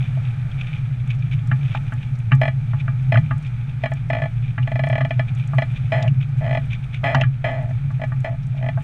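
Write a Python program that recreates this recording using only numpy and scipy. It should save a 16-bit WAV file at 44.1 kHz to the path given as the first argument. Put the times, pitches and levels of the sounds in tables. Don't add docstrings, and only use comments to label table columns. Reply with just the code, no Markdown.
import sys
import numpy as np
from scipy import signal
from scipy.fft import rfft, irfft, next_fast_len
from scipy.io import wavfile
from scipy.ndimage import uniform_filter1d

SR = 44100
rng = np.random.default_rng(int(sys.argv[2]) if len(sys.argv) > 2 else 0)


def pcm_store(signal):
    levels = np.round(np.clip(np.atleast_2d(signal), -1, 1) * 32767)
    wavfile.write(sys.argv[1], SR, levels.astype(np.int16).T)


N = 389752
TIME = np.arange(N) / SR
RING = np.arange(SR // 4) / SR

# time in seconds, relative level in dB.
WASH_LEVELS = [(0, -43), (.7, -44), (1, -46.5), (1.4, -46), (1.7, -43.3), (2.2, -47), (3.1, -45.5),
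               (4.5, -47.5), (5.7, -44), (6.2, -47.5), (6.6, -45.5), (7.35, -48.5), (7.8, -47),
               (8.45, -48.7), (8.84, -46.5)]
# time in seconds, relative level in dB.
WIND_LEVELS = [(0, -19), (.6, -23.5), (1.55, -18), (1.8, -22.5), (3.05, -19), (3.19, -10), (3.27, -18.5),
               (3.6, -24.5), (4.95, -18), (5.7, -22), (6.02, -18.5), (6.12, -11), (6.22, -20.5),
               (6.45, -18), (6.85, -27), (7.25, -16), (7.36, -25.5), (7.82, -20), (8.4, -24), (8.84, -19)]
# frequency in Hz, relative level in dB.
WASH_SPECTRUM = [(250, -2.5), (450, -2), (700, 0), (840, 4), (1020, -8.5), (1250, 2.5), (2100, -2.5),
                 (2350, 3.5), (2700, -8), (3500, -10), (4500, -19.5), (6500, -38), (8800, -37),
                 (10000, -38), (13500, -43), (15800, -65)]
HUM_SPECTRUM = [(20, -51.5), (70, -36), (100, -13.5), (118, 0.5), (136, 0.5), (155, -13), (180, -28),
                (250, -38), (330, -55.5), (500, -64), (900, -92)]
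BUFFET_SPECTRUM = [(20, -1), (40, 1), (55, -0.5), (90, -1.5), (170, -4.5), (250, -16), (330, -33.5),
                   (500, -46.5), (900, -69.5)]
RUB_SPECTRUM = [(700, -27.5), (1300, -11), (2100, -3.5), (2380, 10), (2750, -2.5), (3600, -3),
                (4100, -20.5), (5000, -27.5), (6100, -25), (7500, -34), (15000, -51.5)]
SCRAPE_SPECTRUM = [(500, -13.5), (1300, 11.5), (3200, 4.5), (4500, -20), (7300, -12.5), (8500, -23.5),
                   (11000, -30.5), (15000, -36)]
# middle in seconds, half length in seconds, relative level in dB.
ROPE_PULLS = [(.04, .05, -42), (.262, .02, -39), (.613, .028, -38.5), (.725, .045, -41), (1.113, .024, -39),
              (1.331, .012, -32.5), (1.657, .029, -39), (1.741, .023, -35), (2.032, .017, -40),
              (2.808, .008, -35), (3.457, .019, -41.5), (4.47, .035, -43), (5.287, .009, -36.5),
              (5.406, .013, -38), (5.763, .016, -39), (6.223, .012, -35.5), (6.729, .017, -34),
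              (6.952, .022, -37.5)]
# start in seconds, level in dB, centre in Hz.
FITTING_TICKS = [(.515, -38, 2900), (1.075, -51, 7000), (1.4726, -45.5, 7000), (1.749, -27, 813),
                 (1.937, -48, 7500), (2.1885, -51, 7000), (2.3514, -46, 6500), (3.3798, -50, 7000),
                 (3.9361, -45, 6500), (4.629, -33, 2600), (4.8874, -45, 6900), (5.3496, -47.5, 6500),
                 (5.474, -44, 6600), (6.0243, -30, 3200), (6.026, -37, 5600), (6.079, -25, 2600),
                 (7.147, -14, 831), (7.148, -30, 4300), (7.2115, -15.5, 2670), (8.204, -51, 7000),
                 (8.4682, -51.5, 6840)]
# start in seconds, relative level in dB,
# treble tilt in dB per octave, relative thump of the mount in dB.
BLOCK_BUMPS = [(1.5135, -19, 2.5, -10.5), (1.7475, -26.5, -5, -37), (1.9216, -26.5, 1.5, -25),
               (2.3105, -33, 4, -38), (2.318, -13, 6, -4.5), (2.7323, -28, -4.5, -20),
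               (2.8785, -25, -1, -19), (3.1548, -19, 2, -16), (3.3093, -20.3, 0, -28),
               (4.5795, -21, 2.5, -22), (5.0058, -22, 3, -32), (5.5329, -27, -9, -11),
               (7.0335, -24.5, -7, -35), (7.146, -10, 3.5, -17), (7.235, -23, 6, -13.5),
               (7.9035, -37, -4, -37.5), (8.1185, -29.5, -3, -19), (8.7741, -30, -9, -24)]
# frequency in Hz, relative level in dB, t60 in seconds (capped for the spar).
BLOCK_MODES = [(663, -6.5, 0.058), (848, -11.5, 0.15), (1150, -10.5, 0.1), (1213, -7, 0.097),
               (1363, 0.5, 0.03), (1545, -2.5, 0.028), (1684, -5.5, .08), (1880, -10.5, 0.092),
               (2000, -17.5, 0.084), (2360, -18, 0.15), (2720, -16.5, 0.051), (3010, -18.5, 0.062),
               (3150, -28, 0.07), (3700, -34.5, 0.044)]
SPAR_MODES = [(645.2, 7, 0.044), (668.3, -6.5, 0.14), (790, 20, 0.0017), (837, -3, 0.056),
              (880, -25.5, 0.46), (1124, -10, 0.043), (1246, -17, 0.13), (1299, -24, 0.193),
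              (1462, -20.5, 0.09), (1743, -2.5, 0.069), (1938, -14, 0.24), (1970, 2.5, 0.034),
              (2006, -8, 0.066), (2336, -9, 0.1), (2437, 3.5, 0.024), (2380, -21, 0.11),
              (2730, -31.3, 0.16), (2910, -23, 0.13), (3130, 3.5, 0.013), (3300, -22, 0.11),
              (3610, -25, 0.037), (4130, -22, 0.053), (5100, -24, 0.03)]
SPAR_OUTER_MODES = [(250, -9.5, 0.11), (6400, -44.5, .04), (7660, -40.5, 0.037)]
# first and last slip in seconds, number of slips,
# ratio of last gap to first, first and last relative level in dB.
SPAR_CREAKS = [(.171, .171, 1, 1, -36, -36), (2.4138, 2.4781, 4, 1.37, -17.7, -19.7),
               (3.1214, 3.1716, 3, 1.44, -18.8, -20), (3.8371, 3.857, 2, 1, -20.5, -19.5),
               (3.9163, 3.9163, 1, 1, -27, -27), (4.1003, 4.1003, 1, 1, -20, -20),
               (4.1306, 4.1994, 5, .82, -21, -27.5), (4.2182, 4.2561, 3, 1.04, -24, -24.5),
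               (4.6742, 4.7921, 4, .85, -26, -20), (4.8368, 4.9797, 6, .8, -22.5, -20),
               (5.0094, 5.1937, 4, 2.2, -22, -18.5), (5.583, 5.62, 2, 1, -18, -19.3),
               (5.92, 6.071, 25, 1.06, -21, -30.5), (6.409, 6.451, 6, 1, -31, -27),
               (6.4632, 6.572, 7, 1.7, -25.5, -20), (7.04, 7.172, 20, .93, -19.5, -26),
               (7.1818, 7.2128, 3, .77, -27, -19.5), (7.4425, 7.641, 30, 1.5, -21.5, -33.5),
               (7.657, 7.707, 4, 1, -38, -32), (7.995, 7.995, 1, 1, -37, -37),
               (8.0153, 8.0362, 2, 1, -25.5, -22), (8.245, 8.285, 7, 1.08, -23.5, -29.5),
               (8.292, 8.341, 4, 1, -33, -35), (8.544, 8.61, 4, 1, -43, -33),
               (8.6258, 8.6865, 4, 1.55, -29, -22.5)]


def undb(db):
    return 10 ** (np.asarray(db) / 20)


def unit(x):
    return x / np.sqrt(np.mean(x ** 2))


def add(out, s, sound):
    i = max(int(s * SR), 0)
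    out[i:i + len(sound)] += sound[:max(N - i, 0)]


def curve(rows):
    return np.interp(TIME, *np.transpose(rows))


def shape(x, db_of_hz):
    size = next_fast_len(len(x))
    hz = np.maximum(np.arange(size // 2 + 1) * SR / size, 1)
    return irfft(rfft(x, size) * undb(db_of_hz(hz)), size)[:len(x)]


def noise(spectrum):
    points, db = np.transpose(spectrum)
    return unit(shape(rng.standard_normal(N), lambda hz: np.interp(np.log(hz), np.log(points), db)))


def burst(centre_hz, octaves):
    white = rng.standard_normal(len(RING))
    return unit(shape(white, lambda hz: -20 * np.log10(1 + (np.log2(hz / centre_hz) / octaves) ** 4)))


def walk(rate):
    k = max(int(SR / rate), 1)
    held = np.repeat(rng.standard_normal(N // k + 1), k)
    return unit(uniform_filter1d(uniform_filter1d(held, k), k)[:N])


def fade(t60, rise_s):
    return (1 - np.exp(-RING / rise_s)) * np.exp(-np.log(1000) * RING / t60)


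def mode(hz, t60, rise_s, turns=0):
    return fade(t60, rise_s) * np.sin(2 * np.pi * (hz * RING + turns))


def wash(body_db=-3, fizz_db=-23):
    fizz = noise([(3500, -13), (6000, 0), (7600, -5.5), (8800, -1.5),
                  (10000, -13), (13000, -16), (15500, -39)])
    body = noise(WASH_SPECTRUM) * undb(body_db + .3 * walk(14))
    return undb(curve(WASH_LEVELS)) * (body + fizz * undb(fizz_db + .5 * walk(8)))


def wind(hum_db=-.4, steadiness=.75, buffet_db=-35):
    hum = noise(HUM_SPECTRUM)
    power = uniform_filter1d(uniform_filter1d(hum ** 2, SR // 11), SR // 11)
    hum = unit(hum / power ** (steadiness / 2))
    buffet = noise(BUFFET_SPECTRUM) * undb(buffet_db + walk(6.5))
    return hum * undb(curve(WIND_LEVELS) + hum_db) + buffet


def rope(rub_db=-1.5, idle_db=-15, grain_db=4, count=70, twitch_db=-3, twitch_s=.011):
    wash_db = curve(WASH_LEVELS)
    power = undb(wash_db + idle_db + 4 * walk(25)) ** 2
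    effort_db = wash_db.mean() + 1.5 * (wash_db - wash_db.mean())
    twitches = []
    for k, (when, length, strong) in enumerate(rng.random((count, 3))):
        i = int((k + when) / count * N)
        db = effort_db[i] + twitch_db + 1.5 * (2 * strong - 1)
        twitches.append((TIME[i], twitch_s * (.5 + length), db))
    for s, half_s, db in list(ROPE_PULLS) + twitches:
        power += undb(db + rub_db) ** 2 * np.exp(-np.minimum(((TIME - s) / half_s) ** 2, 20))
    fibres = unit(noise(RUB_SPECTRUM) * undb(grain_db * walk(300)))
    return np.sqrt(power) * fibres


def faint_ticks(count=44, tick_db=-57.5, spread_db=2, centre_hz=6500):
    out = np.zeros(N)
    for when, strong, high in rng.random((count, 3)):
        octave = high - .5
        tick = burst(centre_hz * 2 ** octave, .5) * fade(t60=.055, rise_s=.002)
        db = tick_db + spread_db * (2 * strong - 1) - 5 * octave
        add(out, when * N / SR, undb(db) * tick)
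    return out


def fittings(small_hz=7000, small_t60=.023, small_octaves=.46, snap_db=-23, rise_s=.00049):
    out = np.zeros(N)
    for s, db, centre_hz in FITTING_TICKS:
        bulk = small_hz / centre_hz
        ring = burst(centre_hz, small_octaves / bulk ** .55) * fade(small_t60 * bulk ** .6, rise_s)
        snap = undb(snap_db) * burst(5100, .5) * fade(.03, rise_s)
        add(out, s, undb(db) * (ring + snap))
    return out


def blocks(block_db=-.3, rattle_db=-4, mast_db=-7.5, thump_db=11, detune=.008, scatter_db=2.5):
    out = np.zeros(N)
    mast = undb(mast_db) * mode(hz=248, t60=.16, rise_s=.005)
    mount = mode(hz=133, t60=.22, rise_s=.028)
    for s, bump_db, tilt_db, mount_db in BLOCK_BUMPS:
        rattle = undb(rattle_db) * burst(1450 * undb(tilt_db / 3), .48) * fade(.052, .00084)
        clack = np.zeros(len(RING))
        for hz, db, t60 in BLOCK_MODES:
            sharp, turns, strong = rng.standard_normal(3)
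            gain = undb(db + tilt_db * np.log2(hz / 1400) + scatter_db * strong)
            clack += gain * mode(hz * (1 + detune * sharp), t60, .0018, turns)
        add(out, s, undb(bump_db + block_db) * (rattle + clack + mast))
        add(out, s, undb(mount_db + thump_db) * mount)
    return out


def breakaways(hard_db=-18, crack_db=-24, crack_hz=9000):
    out = np.zeros(N)
    for start, _, _, _, first_db, _ in SPAR_CREAKS:
        softness = max(hard_db - first_db, 0)
        crack = burst(crack_hz, .7) * fade(t60=.006, rise_s=.0005)
        add(out, start, undb(first_db + crack_db - 2 * softness) * crack)
    return out


def creak_slips(creak_db=.4, jitter_s=.0003, uneven_db=.7, breakaway_db=1.8):
    rows = []
    for start, end, slips, slowing, first_db, last_db in SPAR_CREAKS:
        along = np.linspace(0, 1, int(round(slips)))
        gaps = slowing ** np.linspace(0, 1, len(along) - 1)
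        gaps = gaps * (end - start) / max(gaps.sum(), 1)
        late, strong = rng.standard_normal((len(along), 2)).T
        times = start + np.append(0, np.cumsum(gaps)) + jitter_s * late
        db = creak_db + first_db + (last_db - first_db) * along
        db += breakaway_db * (along == 0) + uneven_db * strong
        rows += zip(times, db, np.append(1, gaps))
    return rows


def slip_ring(rings, mode_hz, db, full_db=-20, scatter_db=1.63, detune=.0088):
    dulling_db = .57 * max(full_db - db, 0) * np.clip(np.log2(mode_hz / 750), 0, 2)
    gains = undb(db - dulling_db + scatter_db * rng.standard_normal(len(mode_hz)))
    speed = 1 + detune * rng.standard_normal()
    return np.interp(RING * speed, RING, gains @ rings)


def spar(rise_s=.0032, longest_t60=.11, grip_s=.011, scrape_db=-15):
    modes = list(SPAR_MODES) + list(SPAR_OUTER_MODES)
    mode_hz = np.array(modes)[:, 0]
    gripping, sliding = [], []
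    for hz, db, t60 in modes:
        t60 = min(t60, longest_t60)
        gripping.append(undb(db) * mode(hz, t60, rise_s))
        sliding.append(undb(db + .5 * np.log2(hz / 650)) * mode(hz, .92 * t60, rise_s))
    wood, scrape_power = np.zeros(N), np.zeros(N)
    for s, db, gap in creak_slips():
        rings = np.array(sliding if gap < grip_s else gripping)
        add(wood, s, slip_ring(rings, mode_hz, db))
        add(scrape_power, s, (undb(db + scrape_db) * fade(t60=.033, rise_s=.0011)) ** 2)
    return wood + np.sqrt(scrape_power) * noise(SCRAPE_SPECTRUM)


def scene():
    background = wind() + wash() + rope()
    return (background + blocks() + fittings() + faint_ticks() + spar() + breakaways())[None]


def record(dry):
    lowpass = signal.ellip(8, .2, 70, 15800, fs=SR, output="sos")
    return signal.sosfilt(lowpass, np.clip(dry, -1, 1))


dry = scene()
out = record(dry)
pcm_store(out)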